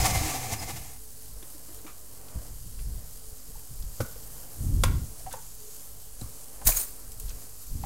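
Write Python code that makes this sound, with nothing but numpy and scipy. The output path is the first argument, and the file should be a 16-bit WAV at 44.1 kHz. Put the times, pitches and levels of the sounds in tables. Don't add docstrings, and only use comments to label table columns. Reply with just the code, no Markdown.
import sys
import numpy as np
from scipy import signal
from scipy.fft import rfft, irfft
from scipy.io import wavfile
from scipy.ndimage import uniform_filter1d

SR = 44100
rng = np.random.default_rng(int(sys.argv[2]) if len(sys.argv) > 2 else 0)


def convert_level_to_amplitude(level_db):
    exponent = np.asarray(level_db, float) / 20
    return 10 ** exponent


def transcribe(u):
    v = np.clip(np.atleast_2d(u).T, -1, 1)
    q = np.round(v * 32767).astype(np.int16)
    wavfile.write(sys.argv[1], SR, q)


N = 346185
T = np.arange(N) / SR

# centre in Hz, width in Hz, level in dB.
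MAINS_HUM = [(52.1, 11, -56.5), (98.2, 3.9, -60.5), (146.3, 2.25, -66.5), (255.5, 4.3, -70.5),
             (440, 15, -67)]
# frequency in Hz, density in dB per Hz.
KITCHEN_SPECTRUM = [(71, -28), (120, -19), (173, -6.5), (257, -3), (381, -7.5), (439, -5.5), (498, -4.5),
                    (537, -4.5), (2500, -21.5), (3250, -24), (5500, -120)]
# centre in seconds, deep swing in dB,
# half length in seconds, flutter above the deep swing in dB.
GUSTS = [(0.0, -29.5, 0.058, 8), (0.167, -35, 0.086, 9), (0.397, -47.5, 0.15, 3.5), (0.678, -51, 0.21, 8),
         (1.14, -56, 0.024, -23), (1.37, -41, 0.049, -21), (2.374, -31.5, 0.021, -3),
         (2.53, -40, 0.083, -9), (2.686, -51.5, 0.1, 2.5), (2.795, -42, .03, -15), (2.89, -31, 0.11, -7.5),
         (3.154, -47, .05, -17), (3.31, -39, 0.033, -17), (3.53, -39, 0.046, -8), (3.706, -47.5, 0.032, 6),
         (3.836, -29.5, .07, -19), (4.024, -50.5, 0.023, 14.5), (4.29, -50, 0.25, -13),
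         (4.668, -31.5, 0.058, 9), (4.764, -23, 0.06, 1.5), (4.86, -23.5, 0.045, -1),
         (4.97, -36, 0.088, 9.5), (5.267, -44.5, 0.082, -4), (6.256, -48.5, 0.048, 8),
         (6.683, -20, .022, -8), (6.772, -37.5, 0.033, -7), (7.104, -41.5, 0.054, -16),
         (7.284, -30, 0.077, -14), (7.728, -29.5, .04, -12), (7.84, -40, 0.071, 8)]
# start in seconds, peak in dB, frequency in Hz, 60 dB decay in seconds.
JOLTS = [
    (0.001, -14, 60, 0.077),
    (2.358, -23.5, 59, 0.15),
    (4.004, -21, 107, 0.054),
    (4.836, -21, 60, 0.084),
    (6.661, -17, 35.4, 0.28),
    (6.218, -28.5, 115, 0.064),
]
# time in seconds, level in dB.
FRYING_LEVEL = [
    (0.9, -48.5),
    (1.87, -49.5),
    (3.61, -49),
    (4.13, -47.5),
    (4.46, -48),
    (6.9, -47.5),
    (7.3, -48),
    (7.85, -46.5),
]
# frequency in Hz, density in dB per Hz.
SIZZLE_SPECTRUM = [(590, -19), (1000, -13.5), (2020, -16), (2900, -14), (3690, -11), (5000, -8.5),
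                   (7000, -3), (9000, -1), (10400, -2.5), (11700, -1.5), (13500, -6.5), (15800, -7)]
# peak time in seconds, peak in dB, rise in seconds, fall in dB per second.
SPURTS = [
    (6.656, -32.5, 0.0042, 240),
    (6.671, -14.5, 0.0025, 540),
    (6.701, -27.5, 0.018, 123),
    (6.769, -29.5, 0.0082, 300),
    (6.797, -33, 0.017, 210),
]
# frequency in Hz, density in dB per Hz.
SPURT_SPECTRUM = [(2350, -44), (4000, -9), (5610, -10.5), (6630, -1.5), (8590, -2), (9420, 0.5),
                  (10400, -4), (14800, 2), (15800, -4.5)]
# start in seconds, level in dB,
# frequency in Hz, length in seconds.
WHISTLES = [(0.001, -31.5, 5100, 0.038), (0.215, -37, 310.4, 0.081), (0.13, -38.5, 2084, 0.056),
            (0.19, -49, 4000, 0.024), (0.58, -48, 5100, 0.034), (5.261, -38.5, 762, 0.034),
            (5.364, -56, 885, 0.029), (5.580, -58, 423, 0.17), (6.212, -46, 4000, 0.0078),
            (6.652, -36, 9500, .022), (6.680, -43, 7550, 0.031), (6.686, -43, 9050, 0.026),
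            (6.761, -31.5, 6670, 0.024), (6.760, -34, 9950, .02), (6.787, -34, 9150, 0.018),
            (6.811, -34, 9150, .018), (6.790, -46, 8250, .03)]
# start in seconds, peak in dB, body in Hz, contact in seconds.
BUMPS = [(1.544, -45, 310, 0.0074), (1.683, -43.5, 305, 0.036), (1.844, -40, 310, .016),
         (3.548, -47, 850, 0.019), (4.003, -22, 515, .0055), (5.204, -46, 645, 0.0083),
         (5.2625, -34.5, 714, 0.017), (5.364, -44, 880, 0.019), (6.614, -37, 880, 0.012),
         (7.836, -27, 820, .008), (4.004, -29, 1320, .011), (4.0028, -31, 300, 0.019),
         (4.158, -43, 480, 0.0067), (5.334, -31, 840, 0.015), (5.335, -36, 514, 0.0096),
         (6.213, -36, 255, 0.013), (6.222, -49.5, 1150, 0.049), (6.719, -29, 2380, 0.0046)]
# start in seconds, peak in dB, body in Hz,
# contact in seconds, upper ring in Hz.
CLACKS = [
    (1.426, -41, 317, 0.0076, 3560),
    (1.787, -50.5, 440, 0.027, 3920),
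    (1.865, -42.5, 1160, 0.044, 2410),
    (4.836, -16.5, 536, .0043, 3400),
    (4.837, -19.5, 1090, 0.0081, 1410),
    (5.31, -42, 1500, 0.033, 3630),
    (6.688, -24.5, 635, 0.0096, 1070),
]
# start in
# seconds, peak in dB, ring in Hz, contact in seconds.
TICKS = [(2.284, -45.5, 4350, .0045), (2.790, -47, 2370, .005), (3.825, -42, 4280, .003),
         (5.327, -29, 9000, 0.0054), (4.006, -37, 5030, 0.013), (4.836, -19.5, 8560, 0.0062),
         (6.212, -38, 7000, 0.0056), (7.118, -39, 8700, .006), (7.199, -29.5, 11500, 0.0036),
         (7.206, -42, 8300, 0.0026), (7.283, -43, 4000, 0.0074), (7.294, -37.5, 5870, 0.0054),
         (7.304, -44, 3000, .004), (7.491, -44, 11500, 0.0074), (3.965, -40, 8500, .003),
         (4.008, -33, 11000, 0.025), (4.061, -40, 9300, .003)]
# centre in Hz, width in Hz, level in dB.
HOUSING_MODES = [(300, 96, -0.5), (476, 85, -4.5), (762, 34, -2), (774, 32, -1), (1150, 33, -1.5),
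                 (1760, 80, -4), (2084, 46, 1.5), (2274, 69, -7.5), (2380, 47, -21), (4000, 74, -15),
                 (5060, 50, -7), (6100, 160, -8)]
# frequency in Hz, density in dB per Hz.
CHURN_SPECTRUM = [(240, -40), (400, -16), (615, -10.5), (729, 1), (961, -9), (1550, -16.5), (2070, -10.5),
                  (3190, -16), (6990, -10), (15800, -19.5)]
# centre in seconds, level in dB, half length in seconds.
SLOSHES = [
    (0.064, -33.5, 0.02),
    (0.153, -40.5, 0.011),
    (0.29, -42.5, 0.026),
    (0.357, -42.5, 0.021),
    (0.444, -44.5, 0.017),
    (0.53, -35.5, 0.018),
    (0.628, -45, 0.019),
    (0.699, -41.5, 0.019),
    (0.772, -45.5, 0.016),
]
# multiple of shaft speed, level in dB.
SHAFT_ORDERS = [(1, 2.5), (2, -9), (3, -18.5), (4, -17)]
OFFSETS = [
    [-.0070],
    [-.0090],
]


def level(x, db):
    return x * convert_level_to_amplitude(db) / np.sqrt(np.mean(x ** 2))


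def colour(x, shape):
    hz, db = np.transpose(shape)
    log_hz = np.log(np.arange(N // 2 + 1) * SR / N + 1)
    return level(irfft(rfft(x) * convert_level_to_amplitude(np.interp(log_hz, np.log(hz), db)), N), 0)


def ring(x, hz, width):
    return signal.lfilter(*signal.iirpeak(hz, hz / width, fs=SR), x)


def band(x, lo_hz, hi_hz, order=2):
    sos = signal.butter(order, [lo_hz, hi_hz], "band", fs=SR, output="sos")
    return level(signal.sosfilt(sos, x), 0)


def noise():
    return rng.standard_normal(N)


def walk(rate):
    k = int(SR / rate)
    held = np.repeat(rng.standard_normal(N // k + 1), k)
    return 1.38 * uniform_filter1d(uniform_filter1d(held, k), k)[:N]


def even(x, span_s):
    return x / np.sqrt(uniform_filter1d(x ** 2, int(span_s * SR)) + 0.047)


def add(out, s, sound):
    i = int(s * SR)
    out[i:i + len(sound)] += sound[:N - i]


def kitchen():
    hum = sum(level(ring(ring(noise(), hz, width), hz, width), db) for hz, width, db in MAINS_HUM)
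    return hum + colour(noise(), KITCHEN_SPECTRUM) * convert_level_to_amplitude(-60 + 2.9 * walk(5.2))


def jolt(hz, t60):
    t = T[:int(0.3 * SR)]
    return np.sin(2 * np.pi * hz * t) * 1000. ** (-t / t60)


def draught():
    deep_level = convert_level_to_amplitude(-56.5 + 4.5 * walk(9))
    flutter_level = convert_level_to_amplitude(-60)
    for s, db, half_s, up_db in GUSTS:
        swell = np.exp(-((T - s) / half_s) ** 2)
        deep_level = deep_level + convert_level_to_amplitude(db) * swell
        flutter_level = flutter_level + convert_level_to_amplitude(db + up_db) * swell
    deep = even(band(noise(), 18.9, 47.0, order=3), 0.078)
    flutter = even(band(noise(), 42.7, 126, order=3), 0.0604) + 0.18 * band(noise(), 154, 288)
    out = convert_level_to_amplitude(-2.5) * (deep_level * deep + flutter_level * convert_level_to_amplitude(2.8 * walk(35)) * flutter)
    for s, db, hz, t60 in JOLTS:
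        add(out, s, -convert_level_to_amplitude(db) * jolt(hz, t60))
    return out


def frying():
    bursts_per_s = 1500
    bursts = (rng.random(N) < bursts_per_s / SR) * convert_level_to_amplitude(1.6 * rng.exponential(1, N)) * noise()
    smear = rng.standard_normal(160) * np.exp(-np.arange(160) / 30)
    pops = level(signal.fftconvolve(bursts, smear)[:N], 3.1)
    patches = np.zeros(N)
    for lo_hz in 700 * 2 ** np.arange(0, 4.6, 0.5):
        patch = np.sqrt(lo_hz) * band(noise() + pops, lo_hz, min(lo_hz * 2 ** 0.5, 20000))
        patches += patch * convert_level_to_amplitude(0.5 * walk(11) + 0.45 * walk(2.59))
    spit = convert_level_to_amplitude(0.8 * walk(22))
    s, db = np.transpose(FRYING_LEVEL)
    return colour(patches, SIZZLE_SPECTRUM) * spit * convert_level_to_amplitude(np.interp(T, s, db) + 2)


def whistle(hz, length_s):
    t = T[:int(length_s * SR)]
    n = len(t)
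    swell = np.sqrt(np.sin(np.pi * t / length_s)) * convert_level_to_amplitude(2.4 + 3.1 * walk(147)[:n])
    cycles = hz * np.cumsum(1 + 0.0041 * walk(190)[:n]) / SR
    return swell * np.sin(2 * np.pi * cycles)


def lid():
    flow = np.zeros(N)
    for s, db, rise_s, fall_db in SPURTS:
        fall = convert_level_to_amplitude(db - fall_db * np.maximum(T - s, 0))
        flow += fall * np.exp(np.clip((T - s) / rise_s, -50, 0))
    sputter = convert_level_to_amplitude(1.0 * walk(820) + 1.4 * walk(160))
    jet = colour(noise(), SPURT_SPECTRUM) + convert_level_to_amplitude(-17.5) * band(noise(), 310, 2540)
    out = flow * sputter * jet
    for s, db, hz, length_s in WHISTLES:
        add(out, s, convert_level_to_amplitude(db) * whistle(hz, length_s))
    return out


def knock(hz, contact, crack_db, upper_hz):
    (grit, crack), t = rng.standard_normal((2, 4096)), T[:4096]
    push = np.exp(-(t / contact) ** 2) * np.clip(t / 0.00027, 0, 1)
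    body = ring(push * grit, hz, 0.12 * hz)
    upper = ring(push * crack, upper_hz, 0.051 * upper_hz)
    thud = signal.lfilter([0.2], [1, -0.9], grit) * push
    dulled = signal.lfilter(*signal.butter(1, 9000, fs=SR), crack)
    chatter = dulled * (0.99 * push + 0.5 * np.exp(-t / 0.02))
    sharp = convert_level_to_amplitude(crack_db - 2.5) * (upper / np.abs(upper).max() + chatter)
    return body / np.abs(body).max() + convert_level_to_amplitude(-33.5) * thud + sharp


def tick(hz, contact):
    t = T[:2048]
    push = np.exp(-(t / contact) ** 2) + 0.4 * np.exp(-t / 0.018)
    sound = ring(rng.standard_normal(len(t)) * push, hz, 0.49 * hz)
    return sound / np.abs(sound).max()


def knocks():
    out = np.zeros(N)
    for s, db, hz, contact in BUMPS:
        add(out, s, convert_level_to_amplitude(db) * knock(hz, contact, -23.5, 2 * hz))
    for s, db, hz, contact, upper_hz in CLACKS:
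        add(out, s, convert_level_to_amplitude(db) * knock(hz, contact, -4.5, upper_hz))
    for s, db, hz, contact in TICKS:
        add(out, s, convert_level_to_amplitude(db + 4) * tick(hz, contact))
    return out


def room(x):
    t60_s, tail_db = 0.39, -14.5
    t = T[:int(0.6 * SR)]
    tail = rng.standard_normal(len(t)) * 1000. ** (-t / t60_s) * np.clip(t / 0.003, 0, 1)
    tail = signal.lfilter(*signal.butter(1, [820, 2620], "band", fs=SR), tail)
    return x + convert_level_to_amplitude(tail_db) * signal.fftconvolve(x, tail / np.sqrt(np.sum(tail ** 2)))[:N]


def blender():
    start_hz, coast_s, stall_s, stall_fade_s = 210.3, 0.81, 1.01, 0.11
    hz = start_hz * np.exp(-T / coast_s)
    lost = T / coast_s / np.log(2)
    turn = 2 * np.pi * np.cumsum(hz * (1 + 0.013 * walk(29.5))) / SR
    beat = 1 + 0.09 * np.cos(2 * turn)
    lumps = convert_level_to_amplitude(walk(90.9))

    drive = noise() * beat * lumps
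    rattle = level(sum(convert_level_to_amplitude(db) * ring(drive, f, width) for f, width, db in HOUSING_MODES), 0)
    rattle = rattle * convert_level_to_amplitude(1.2 * walk(26.6))
    hiss = colour(noise() * beat, CHURN_SPECTRUM) * lumps
    churn = convert_level_to_amplitude(-33.5 - 13.5 * lost) * rattle + convert_level_to_amplitude(-28.5 - 12.5 * lost) * hiss
    settled = convert_level_to_amplitude(-1.5 * np.clip((T - 0.39) / 0.015, 0, 1))

    shaft = np.zeros(N)
    for k, db in SHAFT_ORDERS:
        shaft += convert_level_to_amplitude(db + 2.7 * walk(24.3)) * np.sin(k * turn + 0.41 * walk(30.7))
    stand_db = 9 / (1 + ((hz - 108) / 24) ** 4)
    hum = convert_level_to_amplitude(-42 - 8.5 * lost + stand_db) * shaft

    running = np.clip((stall_s - T) / stall_fade_s, 0, 1)
    slosh = sum(convert_level_to_amplitude(db) * np.exp(-((T - s) / half_s) ** 2) for s, db, half_s in SLOSHES)
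    return running * (settled * churn + hum) + slosh * (hiss + 0.59 * rattle)


def scene():
    mono = kitchen() + draught() + frying() + lid() + room(knocks()) + blender()
    return np.array([mono, mono])


def band_limit(x):
    return signal.sosfilt(signal.butter(12, 16060, fs=SR, output="sos"), x)


def record(dry):
    top_cut = signal.ellip(10, 0.2, 70, 15750, fs=SR, output="sos")
    mix = signal.sosfilt(top_cut, dry) + np.array(OFFSETS)
    return band_limit(mix)


dry = scene()
out = record(dry)
transcribe(out)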